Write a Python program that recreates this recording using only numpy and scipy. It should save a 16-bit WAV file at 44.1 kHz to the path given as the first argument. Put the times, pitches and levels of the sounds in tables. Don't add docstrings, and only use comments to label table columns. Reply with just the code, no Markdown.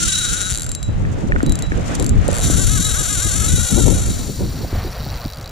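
import sys
import numpy as np
from scipy import signal
from scipy.fft import rfft, irfft, next_fast_len
from scipy.io import wavfile
from scipy.ndimage import uniform_filter1d

SR = 44100
rng = np.random.default_rng(int(sys.argv[2]) if len(sys.argv) > 2 else 0)


def natural_amplitude(level_db):
    exponent = np.asarray(level_db, float) / 20
    return 10 ** exponent


def wav_out(sig):
    wavfile.write(sys.argv[1], SR, np.round(np.clip(np.atleast_2d(sig).T, -1, 1) * 32767).astype(np.int16))


N = 242972
TIME = np.arange(N) / SR
EARS = np.array([[1], [-1]])
TEETH = 18
EVEN_BELOW_HZ = 6800


def unit(x):
    return x / np.sqrt(np.mean(x ** 2))


def curves(table):
    s, *columns = np.transpose(table)
    return [np.interp(TIME, s, c) for c in columns]


def humps(table):
    return sum(size * np.clip(1 - np.abs(TIME - s) / half_s, 0, 1) for s, size, half_s in table)


def walk(rate_hz, channels=2):
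    k = int(SR / rate_hz)
    held = np.repeat(rng.standard_normal((channels, N // 200)), k, axis=1)[:, :N]
    return 2.53 * uniform_filter1d(uniform_filter1d(held, k), k)


def colour(x, points):
    hz, db = np.transpose(points)
    size = next_fast_len(N)
    log_hz = np.log(np.arange(size // 2 + 1) * SR / size + 1e-3)
    gain_db = np.interp(log_hz, np.log(hz), db, left=-90, right=-90)
    return irfft(rfft(x, size) * natural_amplitude(gain_db), size)[..., :N]


def low_pass(x, hz):
    return signal.sosfilt(signal.butter(3, hz, fs=SR, output="sos"), x)


def band_pass(x, order, band_hz):
    return signal.sosfilt(signal.butter(order, band_hz, "band", fs=SR, output="sos"), x)


def ring(pulses, hz, t60_s, lag_rad=0, pan_db=0):
    pole = np.exp(2j * np.pi * hz / SR - np.log(1000) / (t60_s * SR))
    z = signal.lfilter([1], [1, -pole], pulses)
    return np.array([z.imag, (z * np.exp(-1j * lag_rad)).imag]) * natural_amplitude(EARS * pan_db / 2)


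def place(s, size):
    pulses, at = np.zeros(N + 1), np.clip(np.asarray(s) * SR, 0, N - 1)
    whole = at.astype(int)
    np.add.at(pulses, whole, size * (1 - at + whole))
    np.add.at(pulses, whole + 1, size * (at - whole))
    return pulses[:N]


# start_s, level_db
WASH = [(0, -53.5), (.75, -49.5), (1.1, -44), (1.65, -42), (2.2, -43.5), (4.4, -43), (4.62, -35),
        (5.2, -35.5), (5.51, -39)]
# freq_hz, level_db_per_hz
SEA_MID = [(410, 12.5), (700, 12), (994, 3), (1280, 7), (1390, 6), (1840, 4.5), (3660, -3.5), (4880, -11),
           (6600, -15.5), (14000, -29.5)]
SEA_SIDE = [(410, -7.5), (700, -4.5), (774, -8), (1450, -9.5), (1640, -17), (1790, -14.5), (4590, -29),
            (7200, -32), (14000, -49)]
# centre_s, gain_db, half_length_s
SLEEVE = [
    (0, 35.5, 0.97),
    (1.47, -1, 0.052),
    (1.92, 14, 0.24),
    (2.33, 13.5, 0.23),
]


def wash():
    swell_db, stroke_db = curves(WASH)[0], humps(SLEEVE)
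    ducked = np.interp(TIME, [2.4, 2.5, 4.4, 4.6], [0, 1, 1, 0])
    sea_db = swell_db + 0.62 * stroke_db * (TIME > 1) + 2.0 + 1 * ducked
    rustle_db = swell_db - 8.5 + stroke_db - 22 * ducked + 1.0
    mid, side = (unit(colour(rng.standard_normal(N), shape)) for shape in (SEA_MID, SEA_SIDE))
    flicker = natural_amplitude(1.3 * walk(18))
    sea = (mid + EARS * side) * natural_amplitude(sea_db) * flicker
    grains = rng.standard_normal((2, N)) * natural_amplitude(2.5 * walk(150))
    rustle_shape = [(2500, 5.5), (4500, 1.5), (7000, 11.0), (9000, -0.5), (13500, -15)]
    return sea + unit(colour(grains, rustle_shape)) * natural_amplitude(rustle_db)


# start_s, strength_db, turbulence_db, left_minus_right_db
WIND = [(0.0, -26.5, 12, -4.5), (0.2, -31, -1, -3.5), (0.75, -28, 0, 0.5), (1.0, -21.5, -0.5, -2.5),
        (1.24, -27, 7, -2.5), (1.47, -22.5, -3.5, -1), (1.7, -20.5, -1.5, -1.5), (1.93, -26.5, 9.5, -3),
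        (2.1, -18, -3, 5.5), (2.35, -21.5, 2.5, -1), (2.6, -16, -0.5, 4), (2.99, -23.5, -7.5, 0.5),
        (3.45, -21.5, 1, 2.5), (3.9, -16.5, 7, 8), (4.3, -22, 2.5, 1), (4.6, -15.5, 7.5, -11),
        (5.1, -9, -9.5, -13), (5.51, -22.5, -11.5, -2.5)]
# centre_s, gain_db, half_length_s
PUFFS = [(0.52, 6, 0.025), (0.89, 15.5, 0.016), (1.05, 2, 0.055), (1.33, -2, 0.027), (1.4, 6.5, 0.17),
         (1.5, 5.5, 0.058), (2.01, 6, 0.077), (2.19, 5.5, 0.037), (2.47, 1.5, 0.044), (2.8, 7, 0.02),
         (3.22, -9, 0.027), (3.26, 5, 0.034), (3.54, 6.5, 0.017), (3.68, -9, 0.067), (3.77, 0.5, 0.048),
         (4.05, -0.5, 0.039), (4.44, 8.5, 0.068), (4.53, 0, .04), (4.64, 1.5, 0.077), (4.86, 7.5, 0.039),
         (4.93, -2.5, .04), (5.26, 13, 0.02), (5.13, -1, 0.023), (1.22, -2.5, 0.046), (4.26, -1.5, 0.043),
         (3.2, -1.5, .03)]
# centre_s, gain_db, half_length_s
SWIRLS = [(.15, -10, 0.093), (.4, 4, 0.18), (.87, -21, 0.043), (1.25, 8, 0.045), (1.34, -5, 0.016),
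          (1.48, 11, 0.052), (1.62, 0, .04), (1.81, 12, 0.041), (2.195, -16, 0.018), (2.36, -5, 0.062),
          (2.97, 4, .08), (3.12, 8, 0.082), (3.62, -8, 0.1), (4.12, 2.5, 0.054), (4.3, 7, 0.055),
          (4.75, 0, 0.087), (4.97, -22, 0.074)]
# freq_hz, level_db_per_hz
EDDY = [(11, -40), (18, -0.5), (59, 1.5), (107, -0.5), (274, -9.5), (432, -17.5), (584, -20), (635, -31),
        (1000, -23.5), (1300, -60), (2200, -120)]


def wind():
    strength_db, turbulence_db, pan_db = curves(WIND)
    puff_db = humps(PUFFS)
    turbulence_db = turbulence_db + humps(SWIRLS)
    rumble_db = strength_db + puff_db
    buffet_db = -7 + 0.64 * turbulence_db + 0.36 * puff_db
    flutter_db = -17.5 + turbulence_db + 0.44 * puff_db
    gust = 1.5 * np.tanh(walk(22.163) / 1.5)
    # low_hz, high_hz, level_db, shared gust_db, each port's own_db
    bands = [(16.0, 126.0, 0.011, 1.5, 1.74),
             (113.5, 390, buffet_db, 3.6, 1.45),
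             (307.0, 834, flutter_db, 4, 5.0)]
    out = 0
    for low_hz, high_hz, level_db, gust_db, own_db in bands:
        eddies = colour(rng.standard_normal((2, N)), EDDY)
        band = unit(band_pass(eddies, 2, (low_hz, high_hz)))
        out = out + natural_amplitude(level_db) * unit(band * natural_amplitude(gust_db * gust + own_db * walk(35)))
    return out * natural_amplitude(rumble_db + 1.0 + EARS * pan_db / 2)


# start_s, peak_db, pitch_hz, left_minus_right_db
SLAPS = [(1.432, -2.5, 276, 2), (1.72, -13, 285, -4), (1.895, -22, 505, 7), (2.287, -2.5, 526, 4),
         (2.325, -11, 565, 2), (2.39, -14, 610, 5), (2.5, -9, 285, -10.5), (3.808, -7, 274, 2),
         (4.427, -20, 255, -13), (4.647, -11, 686, 8.5), (4.728, -3.5, 340, -5), (4.847, -11.5, 376, 9),
         (5.064, -11, 759, 4), (5.257, -13.5, 250, 5)]
# start_s, peak_db, pitch_hz
KNOCKS = [
    (1.051, -34, 1820),
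    (1.321, -20, 1820),
    (1.3617, -22, 1500),
    (1.405, -25, 1440),
    (1.7193, -25.5, 1750),
    (1.9017, -47, 1600),
]


def handling():
    slaps = sum(ring(place([s], natural_amplitude(db)), hz, 9.0 / hz, 1.32, pan) for s, db, hz, pan in SLAPS)
    knocks, knock_t60_s = 0, .014
    for s, db, hz in KNOCKS:
        rod = ring(place([s], natural_amplitude(db + 13)), hz, knock_t60_s, 2.54)
        seat = ring(place([s], natural_amplitude(db + 6.5)), 1.26 * hz, knock_t60_s, 2.3)
        knocks = knocks + rod + seat
    return low_pass(slaps, 830) + low_pass(knocks, 2100)


# centre_s, speed_lost_share, half_length_s
BINDS = [(.055, .12, .035), (.165, .12, .035), (2.52, .25, .065), (2.662, .2, .04), (2.797, .17, .04),
         (2.932, .28, .052), (3.062, .23, .04), (3.185, .18, .05), (3.315, .13, .04), (3.6, .08, .045),
         (3.68, .07, .04), (3.745, .13, .045), (3.835, .12, .05), (3.872, .06, .035), (3.91, .13, .045),
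         (4.0, .1, .03), (4.085, .12, .03), (4.17, .21, .04), (4.255, .08, .05), (4.54, .05, .05)]


def teeth(run):
    rate = curves(run)[0] * (TIME >= run[0][0]) * (TIME < run[-1][0])
    rate *= 1 - humps(BINDS)
    rate *= 1 + .016 * np.sin(4 * np.pi * np.cumsum(rate) / SR / TEETH)
    turns = np.cumsum(rate) / SR / TEETH
    wobble = .03 * (TIME < 1) + .035 * np.clip((TIME - 3.3) * 10, 0, 1)
    fastest_s = 3.53
    rate *= 1 + wobble * np.cos(2 * np.pi * (turns - turns[int(fastest_s * SR)]))
    passed = np.cumsum(rate) / SR
    at = np.flatnonzero(np.diff(np.floor(passed))) + 1
    uneven = .009 * rng.standard_normal(N // 50)[:len(at)]
    return TIME[at] + (uneven - passed[at] % 1) / rate[at], rate[at]


def worn(count):
    turn = 2 * np.pi * np.arange(count) / TEETH
    return natural_amplitude(1.6 * np.sin(turn) + 2.4 * np.sin(2 * turn + 1))


def clicker(s, size, snap, modes, modes_db, snap_s, alike, scatter_db, clean_db, damped_s=9, vary=0.3):
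    chance = rng.standard_normal((len(s), len(modes) + 1)).T
    blows = place(s, size * natural_amplitude(scatter_db * chance[-1]))
    release = 30 * uniform_filter1d(blows, size=30, origin=14)
    burst = signal.lfilter([1], [1, -np.exp(-1 / (snap_s * SR))], release)
    common, *own = rng.standard_normal((3, N))
    alike = np.clip(alike, 0, 1)
    noise = np.sqrt(alike) * common + np.sqrt(1 - alike) * np.array(own)
    hiss_shape = [(500, -20), (5000, -17), (6500, -6), (7500, 0), (20000, 0)]
    hiss = natural_amplitude(-27) * colour(burst * noise, hiss_shape)
    knock = natural_amplitude(clean_db) * low_pass(place(s, size), EVEN_BELOW_HZ)
    out = colour(hiss + knock, snap) / np.std(colour(common, snap))
    for c, (hz, db, t60_s, lag_rad, pan_db) in zip(chance, modes):
        strike = np.cbrt(c) if hz > EVEN_BELOW_HZ else 1 + c * vary
        mode = ring(place(s, size * strike), hz, min(t60_s, damped_s), lag_rad, pan_db)
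        out = out + natural_amplitude(db + modes_db) * mode
    return out


# start_s, teeth_per_s
RUN_LONG = [(2.405, 152), (2.45, 262), (2.59, 380), (2.73, 432), (3.01, 416), (3.26, 414), (3.47, 436),
            (3.51, 503), (3.955, 500), (4.03, 468), (4.32, 442), (4.35, 385), (4.41, 372), (4.45, 308),
            (4.655, 302), (4.75, 222), (4.88, 216), (4.974, 168)]
# start_s, teeth_passed
COAST_OUT = [(4.9778, 0), (5.0027, 4), (5.0361, 9), (5.0711, 14), (5.1005, 18), (5.1244, 21), (5.1723, 27),
             (5.2062, 31), (5.2402, 35), (5.2791, 39), (5.3105, 42), (5.3439, 45), (5.3833, 48),
             (5.4103, 50), (5.4412, 52), (5.4746, 54), (5.5095, 56)]
# freq_hz, level_db_per_hz
SNAP_SHELTERED = [(1470, -50), (2500, -33), (2980, -44), (4470, -2), (5100, -2), (5700, 8), (6100, -1),
                  (6710, -43), (8380, -37), (9320, -3.5), (10300, -16.5), (12200, -6), (13700, -24),
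                  (14800, -15), (15600, -15)]
# pitch_hz, level_db, t60_s, right_lag_rad, left_minus_right_db
SPOOL_SHELTERED = [(3940, -7, 0.078, 0, 0), (4370, 2, 0.014, 0, -1.5), (4700, -3, 0.021, -0.5, -0.5),
                   (7390, -12, 0.06, 0, 0), (5610, -3, 0.013, 0.5, 1), (9500, -4, 0.0091, -0.5, 0),
                   (10800, -14, 0.014, 1, 0), (12100, 1, 0.006, 3, -7), (14650, 7, 0.0076, 1.5, 14)]


def reel_sheltered():
    s, rate = teeth(RUN_LONG)
    rise = np.clip((s - 4.0) / 0.13, 0, 1)
    fast = worn(len(s)) * rise * natural_amplitude(-41.5 + 2.0) * np.sqrt(300 / rate)
    when_s, passed = np.transpose(COAST_OUT)
    tick_s = np.interp(np.arange(passed[-1]), passed, when_s) + 0.0016
    last = natural_amplitude(-35.0) * np.ones(len(tick_s))
    return clicker(np.r_[s, tick_s], np.r_[fast, last], SNAP_SHELTERED, SPOOL_SHELTERED, modes_db=0.33,
                   snap_s=.002, alike=1.0, scatter_db=1.6, clean_db=11.0, damped_s=.06, vary=1.0)


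def coast(start_s, gap_s, growth, count):
    gaps = gap_s * growth ** np.arange(count) * (1 + .03 * rng.standard_normal(count))
    return start_s + np.cumsum(gaps) - gaps[0]


# start_s, peak_db, spool_ring_db
TICKS = [(0.6435, -13, -20), (0.6648, -12.5, -23), (0.692, -13, -15), (0.7164, -10, -41), (0.75, -8, -16.5),
         (0.8287, -11, -12.5), (1.429, -15, -21), (1.4635, -14.5, -6), (1.4951, -12.5, -11),
         (1.5217, -9, -35), (1.555, -10.5, -37), (1.59, -13, -21), (1.623, -13.5, -6.5),
         (1.952, -10.5, -24), (1.9979, -9, -19), (2.025, -10.5, -34), (2.044, -11, -33), (2.064, -8, -32),
         (2.093, -9.5, -26), (2.1992, -42, -1), (2.28, -12.5, -18), (2.294, -36, -23), (2.314, -14, -30),
         (2.3296, -10, -21)]


def slow_teeth():
    rows = [np.transpose(TICKS)]
    run_down = coast(start_s=.5317, gap_s=.0072, growth=1.06, count=11)
    start_up = coast(start_s=2.3423, gap_s=.008, growth=1.02, count=8)
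    for s, db, ring_db in ((run_down, -10, -18), (start_up, -11.5, -28)):
        chance = rng.standard_normal((len(s), 2)).T
        rows.append([s, db + 2.3 * chance[0], ring_db + 6 * chance[1]])
    return np.concatenate(rows, axis=1)


# low_hz, high_hz
HOUSING_HZ = [
    (1300, 1640),
    (1170, 1800),
]


def housing(push):
    flutter = natural_amplitude(4.5 * np.tanh(walk(45, channels=1)[0] / 2))
    out = 0
    for band_hz, grip in zip(HOUSING_HZ, (TIME < 1, TIME >= 1)):
        body = band_pass(push * grip * flutter, 4, band_hz)
        out = out + np.array([body, 0.41 * np.roll(body, 10)])
    return out


# start_s, teeth_per_s
RUN_OUT = [(0.0, 345), (0.085, 392), (0.13, 386), (0.23, 258), (0.29, 190), (0.365, 250), (0.43, 176),
           (0.5, 198), (0.529, 150)]
# level_db, spool_ring_db, housing_db
GRIPS = [
    (-24, -11.5, 2.5),
    (-25.5, -16.5, -4),
]
# centre_s, gain_db, half_length_s
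RIM_FREE = [(0.154, 8, 0.084), (0.55, 0.5, 0.28), (2.45, 2, 0.15), (2.85, 7.5, 0.23), (3.08, -4, 0.1),
            (3.23, 6.5, 0.05), (3.39, -3, 0.073), (3.5, 12, 0.06), (3.78, 3, 0.028)]
# centre_s, gain_db, half_length_s
HUM = [(.03, -4, 0.045), (.11, -3, .04), (.21, 11, 0.014), (.31, 5.5, 0.037), (.42, -2, 0.073),
       (.47, 5, 0.021), (.56, 0, .06), (2.43, -3, .06), (2.57, 2, 0.043), (2.76, 2.5, .04), (2.82, 1, .03),
       (2.92, 2.5, .05), (3.08, 1, 0.037), (3.5, 0.5, 0.053), (3.68, -1, .05), (3.87, -11, 0.054)]
# freq_hz, level_db_per_hz
SNAP = [(1180, -7.5), (2000, -7.5), (2510, -11), (3660, -2), (3820, -4.5), (4140, -39), (4970, -14),
        (5500, 0), (7260, 1.5), (8210, -4), (9370, 0), (11400, -14), (14800, -34), (22000, -120)]
SNAP_EDGE = [(11750, -8)]
# pitch_hz, level_db, t60_s, right_lag_rad, left_minus_right_db
SPOOL_LOW = [(3925, 2.5, 0.32, 0.29, 4), (4020, -9, 0.17, 0.16, -9)]
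SPOOL_HIGH = [(4345, -8, 0.032, 0.2, 0.74), (4600, -10.5, 0.019, 0.42, 4.5), (6010, -9, 0.013, 0.2, 25.4),
              (7230, -11, 0.049, 1.6, 4.4), (7418, 0.5, 0.18, 0.89, 2.2), (7200, 7, 0.0088, 1.2, 21),
              (8870, -1, 0.031, 2.4, 0.91), (9470, 7.5, 0.0044, 1.4, 0.6), (10540, -1.5, 0.017, 0.6, 1.5),
              (11320, -5, 0.023, 1, 3), (12400, 0.5, 0.006, 1.7, 2.5), (13800, -5, .006, 1.8, 3),
              (14500, -4.5, 0.0077, 1.3, 9)]
TONGUE = [(4500, -0.5, 0.015, .3, 9)]


def reel_pair():
    level_db, spool_db, housing_db = np.array(GRIPS).T[:, 1 * (TIME >= 1)]
    fading_s = np.maximum(TIME - 3.84, 0)
    level_db = level_db - 8.5 * TIME * (TIME < 1) - 33.5 * fading_s
    spool_db = spool_db + humps(RIM_FREE)
    housing_db = housing_db + humps(HUM) - 14 * fading_s

    s, rate = np.concatenate([teeth(run) for run in (RUN_OUT, RUN_LONG)], axis=1)
    at, wear = (s * SR).astype(int), worn(len(s))
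    fast = wear * natural_amplitude(level_db[at] + 1.0) * np.sqrt(300 / rate)
    throb = np.cos(2 * np.pi * (np.arange(len(s)) - 11) / TEETH)
    fast *= natural_amplitude(3 * (s < 1) * throb)
    tick_s, tick_db, ring_db = slow_teeth()

    buzz = clicker(s, fast, SNAP[:-2] + SNAP_EDGE, SPOOL_HIGH, modes_db=0, snap_s=.0024, alike=0.4,
                   scatter_db=2.2, clean_db=23, damped_s=.035, vary=0.33)
    ticks = clicker(tick_s, natural_amplitude(tick_db - 6.0), SNAP, SPOOL_HIGH + TONGUE, modes_db=-12.0, snap_s=0.0016,
                    alike=0.4, scatter_db=1.2, clean_db=10.0)
    out = natural_amplitude(EARS * 0.17) * buzz + ticks
    for (hz, db, t60_s, lag_rad, pan_db), buzz_db in zip(SPOOL_LOW, (4, -16)):
        rub = place(s, fast * natural_amplitude(spool_db[at] + 1.0) * rng.standard_normal(len(s)))
        strike = place(tick_s, natural_amplitude(tick_db + ring_db - 10.5))
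        out += natural_amplitude(buzz_db) * ring(rub, hz - 40, .1435, lag_rad, pan_db)
        out += natural_amplitude(db) * ring(strike, hz, t60_s, lag_rad, pan_db)
    fast_push = fast / np.sqrt(wear) * natural_amplitude(housing_db[at] + 36)
    tick_push = natural_amplitude(tick_db + 22 - 18 * (tick_s > .7))
    return out + housing(place(np.r_[s, tick_s], np.r_[fast_push, tick_push]))


# start_s, level_db
PAIR = [(0, 6.5), (4.05, 3.5), (4.4, -7.5), (4.7, -27), (5.1, -29), (5.5, -47)]


def scene():
    pair = natural_amplitude(curves(PAIR)[0])
    air = wash() + wind() + handling()
    one = np.sqrt(1 - np.minimum(pair, 1) ** 2) * air[0]
    return pair * air + 0.54 * one + reel_sheltered() + reel_pair()


# freq_hz, gain_db
STARVED = [(1, 0), (10950, 0), (11100, -40), (11700, -40), (12300, -16), (12600, 0), (13800, 0),
           (13950, -14), (14300, -14), (14450, 0), (15000, 0), (15200, -30), (22100, -30)]


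def starve(x):
    early = np.clip((.528 - TIME) * 200, 0, 1)
    return x + early * (colour(x, STARVED) - x)


# low_hz, high_hz, dropped_share
DROPOUTS = [(1820, 1900, .2), (2050, 2150, .3), (2280, 2370, .25), (2480, 2640, .25), (2850, 2940, .3),
            (3600, 3680, .15), (4050, 4170, .4), (4540, 4630, .25), (4860, 5000, .25), (11750, 12300, .72),
            (12850, 13050, .4), (13050, 13250, .45), (13250, 13450, .5), (13450, 13650, .5),
            (13650, 13850, .55), (13850, 14050, .65), (14050, 14220, .65), (15080, 15350, .88),
            (15350, 16500, 1)]
# start_s, end_s, end_s of the very top
DROPOUT_S = (2.45, 4.15, 4.98)


def dropouts(x):
    f, s, z = signal.stft(x, SR, "cosine", nperseg=2048)
    for low_hz, high_hz, share in DROPOUTS:
        gone = np.repeat(rng.random(len(s)) < share, 2)[rng.integers(2):][:len(s)]
        gone &= (s > DROPOUT_S[0]) & (s < DROPOUT_S[1 + (low_hz > 15300)])
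        z[:, (f >= low_hz) & (f < high_hz)] *= 1 - gone
    return signal.istft(z, SR, "cosine", nperseg=2048)[1][:, :N]


def band_limit(x):
    return signal.sosfilt(signal.butter(12, 15720, fs=SR, output="sos"), x)


def record(dry):
    soft = np.tanh(0.8 * dry) / 1.108
    thinned = dropouts(starve(soft))
    top = signal.ellip(8, .2, 60, 15750, fs=SR, output="sos")
    return band_limit(signal.sosfilt(top, thinned))


dry = scene()
out = record(dry)
wav_out(out)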